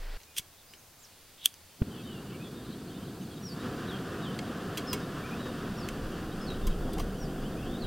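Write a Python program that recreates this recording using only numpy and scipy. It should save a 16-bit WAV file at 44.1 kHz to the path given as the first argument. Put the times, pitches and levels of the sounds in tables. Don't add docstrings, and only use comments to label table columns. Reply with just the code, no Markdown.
import sys
import numpy as np
from scipy import signal
from scipy.fft import rfft, irfft, next_fast_len
from scipy.io import wavfile
from scipy.ndimage import uniform_filter1d

SR = 44100
rng = np.random.default_rng(int(sys.argv[2]) if len(sys.argv) > 2 else 0)


def int16_out(signal):
    q = np.round(np.clip(np.atleast_2d(signal).T, -1, 1) * 32767)
    wavfile.write(sys.argv[1], SR, q.astype(np.int16))


N = 346626
TIME = np.arange(N) / SR

# (time [s], opening [0-1])
VALVE = [(1.0, 0), (1.12, 0.52), (3.5, 0.43), (3.64, 1), (7.86, 1)]
LIGHT_S, THUMP_DB, THUMP_HZ = 1.8195, -12, 103
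ROAR_COLOUR = [(25, -43), (50, -14), (100, -5.5), (180, -0.5), (260, -4), (380, -8), (490, -14.5),
               (600, -23), (690, -18.5), (850, -26.5), (2000, -49.5)]
FULL_ROAR_COLOUR = [(100, -8.5), (250, 2.5), (380, -1), (520, 0.5), (610, -8.5), (690, -4), (770, -4.5),
                    (870, -20), (1300, -45)]
RUSH_COLOUR = [(600, -19), (870, -6.5), (1020, 2), (1400, 3.5), (1750, -0.5), (2100, -11.5), (2400, -11),
               (2750, -7), (3350, -9.5), (4100, -16.5), (4700, -13), (5600, -18), (9000, -28.5),
               (15000, -44)]
JET_COLOUR = [(1500, -3), (2600, 2), (3400, 5), (4100, 2), (4650, 6), (5500, -9.5), (8000, -4.5),
              (9300, -1.5), (10500, -19), (15000, -29)]
AIR_COLOUR = [(20, 4), (50, -7), (85, 4), (130, -2.5), (300, -5.5), (700, -7), (1200, -9), (2000, -11.5),
              (3200, -12.5), (5000, -11.5), (8000, -14.5), (11000, -15), (15500, -15)]
FIELD_COLOUR = [(100, -5), (250, -9), (480, 1), (800, -7), (1700, -5), (3000, -10), (5000, -11),
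                (6000, -22), (15000, -32)]
BUFFET_COLOUR = [(12, -17), (24, 1), (32, -2), (42, -9), (80, -13), (160, -63), (400, -74)]
HISS_COLOUR = [(30, -5), (600, -5), (2000, -13), (4000, -8.5), (8000, -3.5), (15000, -11.5)]
ROAR_DB, ROAR_POWER = -38.5, 0.43
RUSH_DB, RUSH_POWER = -46, 1.61
POT_FROM_S, POT_SEATED_S = 5.8, 6.96
POT_ROAR_DB, POT_RUSH_DB = 0.4, -4.5
# (centre [Hz], width [Hz], depth once seated [0-1])
POT_NOTCHES = [(2360, 150, 0.3), (4080, 410, 0.84)]
# (spark time [s], spark level [dB], spark length [s],
# scrape level [dB], run-up [s])
STRIKES = [(0.3838, -33, 0.0029, -28.5, 0.0075), (1.4585, -8.5, 0.00066, -29.5, 0.0065)]
# (centre [Hz], width [Hz], relative level [dB])
LIGHTER_BODY = [(3350, 260, 11), (4400, 990, -10), (5800, 1200, -2.5), (7400, 640, -13), (8970, 1350, -1),
                (11500, 1500, -11), (12800, 2200, -10)]
THUD_S, THUD_DB, THUD_HZ, THUD_DECAY_S = .396, -36, 132, 0.0026
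# (time [s], level before the treble tint [dB],
# treble gain [dB], rattle decay [s], hollow body relative to steel [dB])
KNOCKS = [(.202, -53, -8, .0035, -20), (.214, -52, -16, 0.0025, -20), (0.233, -49.5, -21, .0045, -20),
          (.366, -34.5, -17, 0.0038, -25), (0.394, -35, -3, 0.00079, -12), (0.398, -39, -5, 0.0008, -18),
          (0.7364, -44, -21, 0.0034, -13), (1.473, -40, -13, .0009, -27), (1.5406, -45.5, -1, .0013, -16),
          (4.3898, -29, -40, 0.0018, -12), (4.7727, -31.5, -9, 0.0097, -5), (4.93, -29, -1.5, 0.0066, 1),
          (5.8877, -32, -7.5, 0.002, -14), (6.5027, -39, -26, .0017, -10), (6.6692, -41, 3, 0.0062, 6),
          (6.9323, -47.5, 4, 0.0061, 11), (6.981, -42, -7, 0.0085, 3), (6.995, -40.5, -7, 0.014, 6)]
# (frequency [Hz], time to fall 60 dB [s], relative level [dB])
STEEL_MODES = [(2228, 0.085, 0), (2940, 0.04, -3.5), (3205, 0.019, 13.5), (4140, 0.031, 4.5),
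               (4960, 0.036, 3.5), (6120, 0.04, -2.5), (6700, 0.0078, 8), (7540, 0.054, -3),
               (9160, 0.065, -1.5), (10900, 0.027, -28), (13200, .015, -36), (14800, 0.018, -13),
               (15500, .015, -14)]
# (frequency [Hz], time to fall 60 dB [s], relative level [dB])
BODY_MODES = [(415, 0.1, 2.5), (716, 0.04, -4.5), (1026, 0.055, -5.5)]
# (time [s], length [s], centre [Hz], level before roughness [dB])
SLOPS = [(6.853, .05, 586, -41), (6.965, 0.044, 901, -43.5)]
SLOP_RISE_OCTAVES = 0.83
# (time of the drop [s], lead [s], tail [s],
# centre [Hz], level before near_db [dB])
SLURS = [(3.488, 0.066, 0.063, 5070, -50), (3.906, 0.035, .075, 3580, -50.5),
         (4.255, 0.039, .06, 3420, -50.5), (5.818, 0.048, 0.057, 4940, -54),
         (6.485, .022, 0.048, 4220, -48.5), (7.245, 0.063, 0.035, 5110, -56),
         (7.82, 0.018, 0.058, 4280, -50)]
SLUR_OCTAVES, SLUR_DROP_S = .33, 0.0186
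# (time [s], length [s], centre [Hz], glide [octaves per s],
# level before near_db [dB])
NOTES = [(0.268, .08, 2450, 0, -64), (.667, .1, 4950, 1, -64), (1.03, 0.031, 5840, -21.5, -56.5),
         (1.935, 0.1, 3320, -1.5, -59.5), (2.055, 0.15, 2915, -1.6, -56), (2.316, .06, 2280, 1.5, -61),
         (2.395, 0.05, 2530, 3, -57), (2.431, 0.06, 3520, -3, -58), (3.07, 0.034, 3480, -10, -61),
         (3.193, 0.042, 3850, 3, -66), (3.31, 0.066, 3650, 4, -65), (3.54, 0.14, 3790, 2, -62),
         (4.868, .063, 5150, -1.6, -44), (5.23, 0.04, 2370, 3.9, -53), (5.305, .05, 2500, 3.5, -52),
         (5.37, 0.16, 3780, -.8, -58), (6.407, 0.057, 5140, -0.5, -54), (7.44, 0.044, 3080, 6, -54),
         (7.64, 0.18, 3600, 2.1, -58)]
# (time [s], length [s], top [Hz], level before near_db [dB])
CHIPS = [(0.755, .064, 6560, -67), (.975, 0.082, 7450, -65), (3.195, .07, 6530, -65)]
CHIP_ARCH_OCTAVES = 0.35
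# (start [s], end [s], centre [Hz], middle level [dB])
BOUTS = [(0.252, 0.598, 3200, -72), (1.9, 2.55, 3150, -62), (2.552, 3.4, 3600, -65), (3.6, 7.3, 3200, -65),
         (7.298, 7.861, 3000, -62.5)]
TWITTER_PER_S = 34
BREEZE_FROM_S, BREEZE_FULL_S, BREEZE_START_DB, BREEZE_DB = 4.8, 6.4, -60, -44.5
# (time [s], peak level [dB])
GUSTS = [(5.97, -41), (6.69, -29), (7.02, -33), (7.6, -55), (7.84, -45)]
GUST_RISE_S, GUST_FALL_S = 0.053, 0.1
FIELD_END_S, THROB_HZ, THROB_DB = .174, 25.7, -37
TOP_HZ = 15850


def flame(full_db=-5, jet_db=-59, flutter_db=0.33, flicker_db=0.92, flow_power=0.11):
    valve = np.clip(curve(VALVE), 0, 1)
    lit = np.clip((TIME - LIGHT_S) / 0.052, 0, 1)
    pot = ramp(POT_FROM_S, POT_SEATED_S)
    eddies_db = flutter_db * walk(22.01)
    roar = noise(ROAR_COLOUR) + undb(full_db) * valve ** 2 * noise(FULL_ROAR_COLOUR)
    roar = roar * valve ** ROAR_POWER * undb(ROAR_DB + POT_ROAR_DB * pot + eddies_db)
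    rush_db = RUSH_DB + POT_RUSH_DB * pot + .5 * eddies_db + flicker_db * walk(45)
    rush = noise(RUSH_COLOUR) * valve ** RUSH_POWER * undb(rush_db)
    jet = noise(JET_COLOUR) * undb(jet_db - 4.5 * (1 - lit)) * valve ** flow_power
    hiss = lit * rush + jet
    cancelled = sum(depth * band(hiss, hz, width_hz) for hz, width_hz, depth in POT_NOTCHES)
    return lit * roar + hiss - pot * cancelled


def ignition(swell_s=0.002, ring_s=0.0016, crackle_db=-35, billow_db=-33, billow_s=0.011):
    t = TIME - LIGHT_S
    envelope = np.where(t < 0, np.exp(-(t / swell_s) ** 2), np.exp(-np.abs(t) / ring_s))
    pulse = envelope * np.cos(2 * np.pi * THUMP_HZ * t)
    billow = noise(ROAR_COLOUR) * np.exp(-np.abs(t - .004) / billow_s)
    crackle = noise([(300, 10), (1400, -1), (2200, -8), (3200, -6), (4200, -20), (15000, -38)])
    crackle = crackle * np.exp(-((t - .003) / 0.003) ** 2)
    return undb(THUMP_DB) * pulse + undb(billow_db) * billow + undb(crackle_db) * crackle


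def lighter(stop_s=0.0068, grit_db=-18, bite_db=2.0, lowest_hz=1700, hum_db=-38, hum_swell_s=0.033):
    out = np.zeros(N)
    t = np.arange(-SR // 12, SR // 12) / SR
    for s, spark_db, spark_s, scrape_db, run_up_s in STRIKES:
        grit, teeth = rng.standard_normal((2, len(t)))
        scrape = undb(scrape_db + bite_db * unit(low(teeth, 590)))
        scrape = scrape * np.exp(-np.abs(t) / np.where(t < 0, run_up_s, stop_s))
        force = scrape + undb(spark_db) * np.exp(-(t / spark_s) ** 2)
        push = force * grit
        ringing = sum(undb(db) * band(push, hz, width_hz) for hz, width_hz, db in LIGHTER_BODY)
        body = undb(grit_db) * push + ringing
        add(out, s + t[0], unit(high(body, lowest_hz)) * np.sqrt(np.mean(force ** 2)))
        lowest = LIGHTER_BODY[0][0]
        hum = unit(band(band(teeth, lowest, 700), lowest, 700))
        swell = np.exp(-np.abs(t) / np.where(t < 0, hum_swell_s, stop_s))
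        add(out, s + t[0], hum * undb(hum_db + .5 * spark_db) * swell)
    return out


def thud():
    t = np.maximum(TIME - THUD_S, 0)
    return undb(THUD_DB) * np.exp(-t / THUD_DECAY_S) * np.sin(2 * np.pi * THUD_HZ * t)


def knocks(crack_db=3, split_hz=6000, grain_db=3):
    out = np.zeros(N)
    t = TIME[:SR // 6]
    for s, db, treble_db, rattle_s, body_db in KNOCKS:
        grit, bounce = rng.standard_normal((2, len(t)))
        force = np.exp(-t / rattle_s)
        chatter = force * grit * undb(grain_db * unit(low(bounce, 920)))
        hit = ring(chatter, STEEL_MODES) + undb(body_db) * ring(chatter, BODY_MODES)
        hit = hit + undb(crack_db) * unit(high(chatter, 1650))
        tinted = low(hit, split_hz) - undb(treble_db) * high(hit, split_hz)
        add(out, s, tinted * undb(db) * np.sqrt(np.mean(force ** 2)))
    return out


def slops(rough_hz=130):
    out = np.zeros(N)
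    for s, length_s, hz, db in SLOPS:
        add(out, s, undb(db) * whistle(length_s, hz, lambda v: SLOP_RISE_OCTAVES / 2 * v))
    return out * unit(low(rng.standard_normal(N), rough_hz))


def birds(near_db=-1, scatter_db=-8, scatter_t60=0.4, bounce_db=-12, bounce_s=.017):
    near = np.zeros(N)
    for s, lead_s, tail_s, hz, db in SLURS:
        def slur(v):
            from_drop_s = np.interp(v, [-1, 1], [-lead_s, tail_s])
            return -SLUR_OCTAVES / 2 * np.tanh(from_drop_s / SLUR_DROP_S)
        add(near, s - lead_s, undb(db) * whistle(lead_s + tail_s, hz, slur))
    for s, length_s, hz, glide, db in NOTES:
        add(near, s, undb(db) * whistle(length_s, hz, lambda v: glide * length_s / 2 * v))
    for s, length_s, hz, db in CHIPS:
        add(near, s, undb(db) * whistle(length_s, hz, lambda v: -CHIP_ARCH_OCTAVES * v ** 2))
    song = undb(near_db) * near + twitter()
    out = song + undb(scatter_db) * scatter(song, scatter_t60)
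    add(out, bounce_s, undb(bounce_db) * song)
    return out


def twitter(range_octaves=.6, shortest_s=0.0212, spread_s=0.0344, glide_octaves=.14, uneven_db=8):
    out = np.zeros(N)
    for start_s, end_s, hz, db in BOUTS:
        count = round(TWITTER_PER_S * (end_s - start_s))
        for when, length, pitch, glide, size in rng.random((count, 5)):
            note = whistle(shortest_s + spread_s * length, hz * 2 ** (range_octaves * (pitch - .5)),
                           lambda v: glide_octaves * (2 * glide - 1) * v)
            add(out, start_s + when * (end_s - start_s), undb(db + uneven_db * (size - .5)) * note)
    return out


def wind():
    breeze_db = BREEZE_START_DB + (BREEZE_DB - BREEZE_START_DB) * ramp(BREEZE_FROM_S, BREEZE_FULL_S)
    force = undb(breeze_db) * (TIME > BREEZE_FROM_S)
    for s, db in GUSTS:
        force = force + undb(db) * np.exp(-np.abs(TIME - s) / np.where(TIME < s, GUST_RISE_S, GUST_FALL_S))
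    return noise(BUFFET_COLOUR) * force


def outdoors(air_db=-56.5, field_db=-49, throb_waver=0.098):
    in_field = TIME < FIELD_END_S
    rise_db = 25 * (np.minimum(TIME, FIELD_END_S) - FIELD_END_S)
    rustle = noise(FIELD_COLOUR) * undb(field_db + rise_db) * in_field
    throb = unit(np.sin(2 * np.pi * np.cumsum(THROB_HZ * (1 + throb_waver * walk(20))) / SR))
    throb = undb(THROB_DB) * throb * uniform_filter1d(in_field * 1., SR // 100)
    return noise(AIR_COLOUR) * undb(air_db + .5 * walk(3.0)) + rustle + throb


def whistle(length_s, hz, contour):
    u = np.linspace(0, 1, int(length_s * SR))
    shake, throb = (unit(low(rng.standard_normal(SR // 4), 150))[:len(u)] for _ in range(2))
    pitch = hz * 2 ** contour(2 * u - 1) * (1 + .007 * shake)
    loudness = (u * (1 - u)) ** 0.63 * undb(2.4 * throb)
    return unit(loudness * np.sin(2 * np.pi * np.cumsum(pitch) / SR))


def ring(push, modes, spread=0.019, uneven_db=3):
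    t = TIME[:len(push)]
    chance = rng.standard_normal((len(modes), 2))
    response = np.zeros(len(t))
    for (hz, t60, db), (shift, size) in zip(modes, chance):
        decay = undb(db + uneven_db * size - 60 * t / t60)
        response += decay * np.sin(2 * np.pi * hz * (1 + spread * shift) * t)
    return unit(signal.fftconvolve(push, response)[:len(t)])


def scatter(x, t60):
    t = TIME[:SR // 2]
    tail = rng.standard_normal(len(t)) * undb(-60 * t / t60)
    return signal.fftconvolve(x, tail / np.linalg.norm(tail))[:N]


def noise(colour):
    size = next_fast_len(N, True)
    hz, db = np.transpose(colour)
    bins = np.maximum(np.fft.rfftfreq(size, 1 / SR), 1)
    gain = undb(np.interp(np.log(bins), np.log(hz), db))
    return unit(irfft(rfft(rng.standard_normal(size)) * gain, size)[:N])


def walk(rate):
    k = int(SR / rate)
    steps = np.repeat(rng.standard_normal(N // k + 1), k)
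    return unit(uniform_filter1d(uniform_filter1d(steps, k), k)[:N])


def band(x, hz, width_hz):
    return signal.lfilter(*signal.iirpeak(min(hz, .45 * SR), hz / width_hz, fs=SR), x)


def low(x, hz):
    return signal.sosfilt(signal.butter(2, min(hz, .45 * SR), fs=SR, output="sos"), x)


def high(x, hz):
    return signal.sosfilt(signal.butter(2, min(hz, .45 * SR), "high", fs=SR, output="sos"), x)


def curve(table, axis=1):
    rows = np.array(table)
    return np.interp(TIME, rows[:, 0], rows[:, axis])


def ramp(from_s, to_s):
    return np.clip((TIME - from_s) / (to_s - from_s), 0, 1)


def add(track, s, sound):
    start = max(int(s * SR), 0)
    part = sound[:N - start]
    track[start:start + len(part)] += part


def undb(db):
    return 10 ** (np.asarray(db) / 20)


def unit(x):
    return x / np.sqrt(np.mean(x ** 2))


def scene(lighter_echo_db=-25, knock_echo_db=-12, echo_t60=0.2, hiss_db=-63.5):
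    sparks, metal = lighter(), knocks()
    echo = scatter(undb(lighter_echo_db) * sparks + undb(knock_echo_db) * low(metal, 7000), echo_t60)
    stove = flame() + ignition()
    handling = sparks + thud() + metal + slops() + echo
    mid = stove + handling + birds() + wind() + outdoors()
    side = undb(hiss_db) * noise(HISS_COLOUR)
    return np.array([mid + side, mid - side])


def record(dry):
    return signal.sosfilt(signal.ellip(10, .1, 80, TOP_HZ, fs=SR, output="sos"), dry)


dry = scene()
out = record(dry)
int16_out(out)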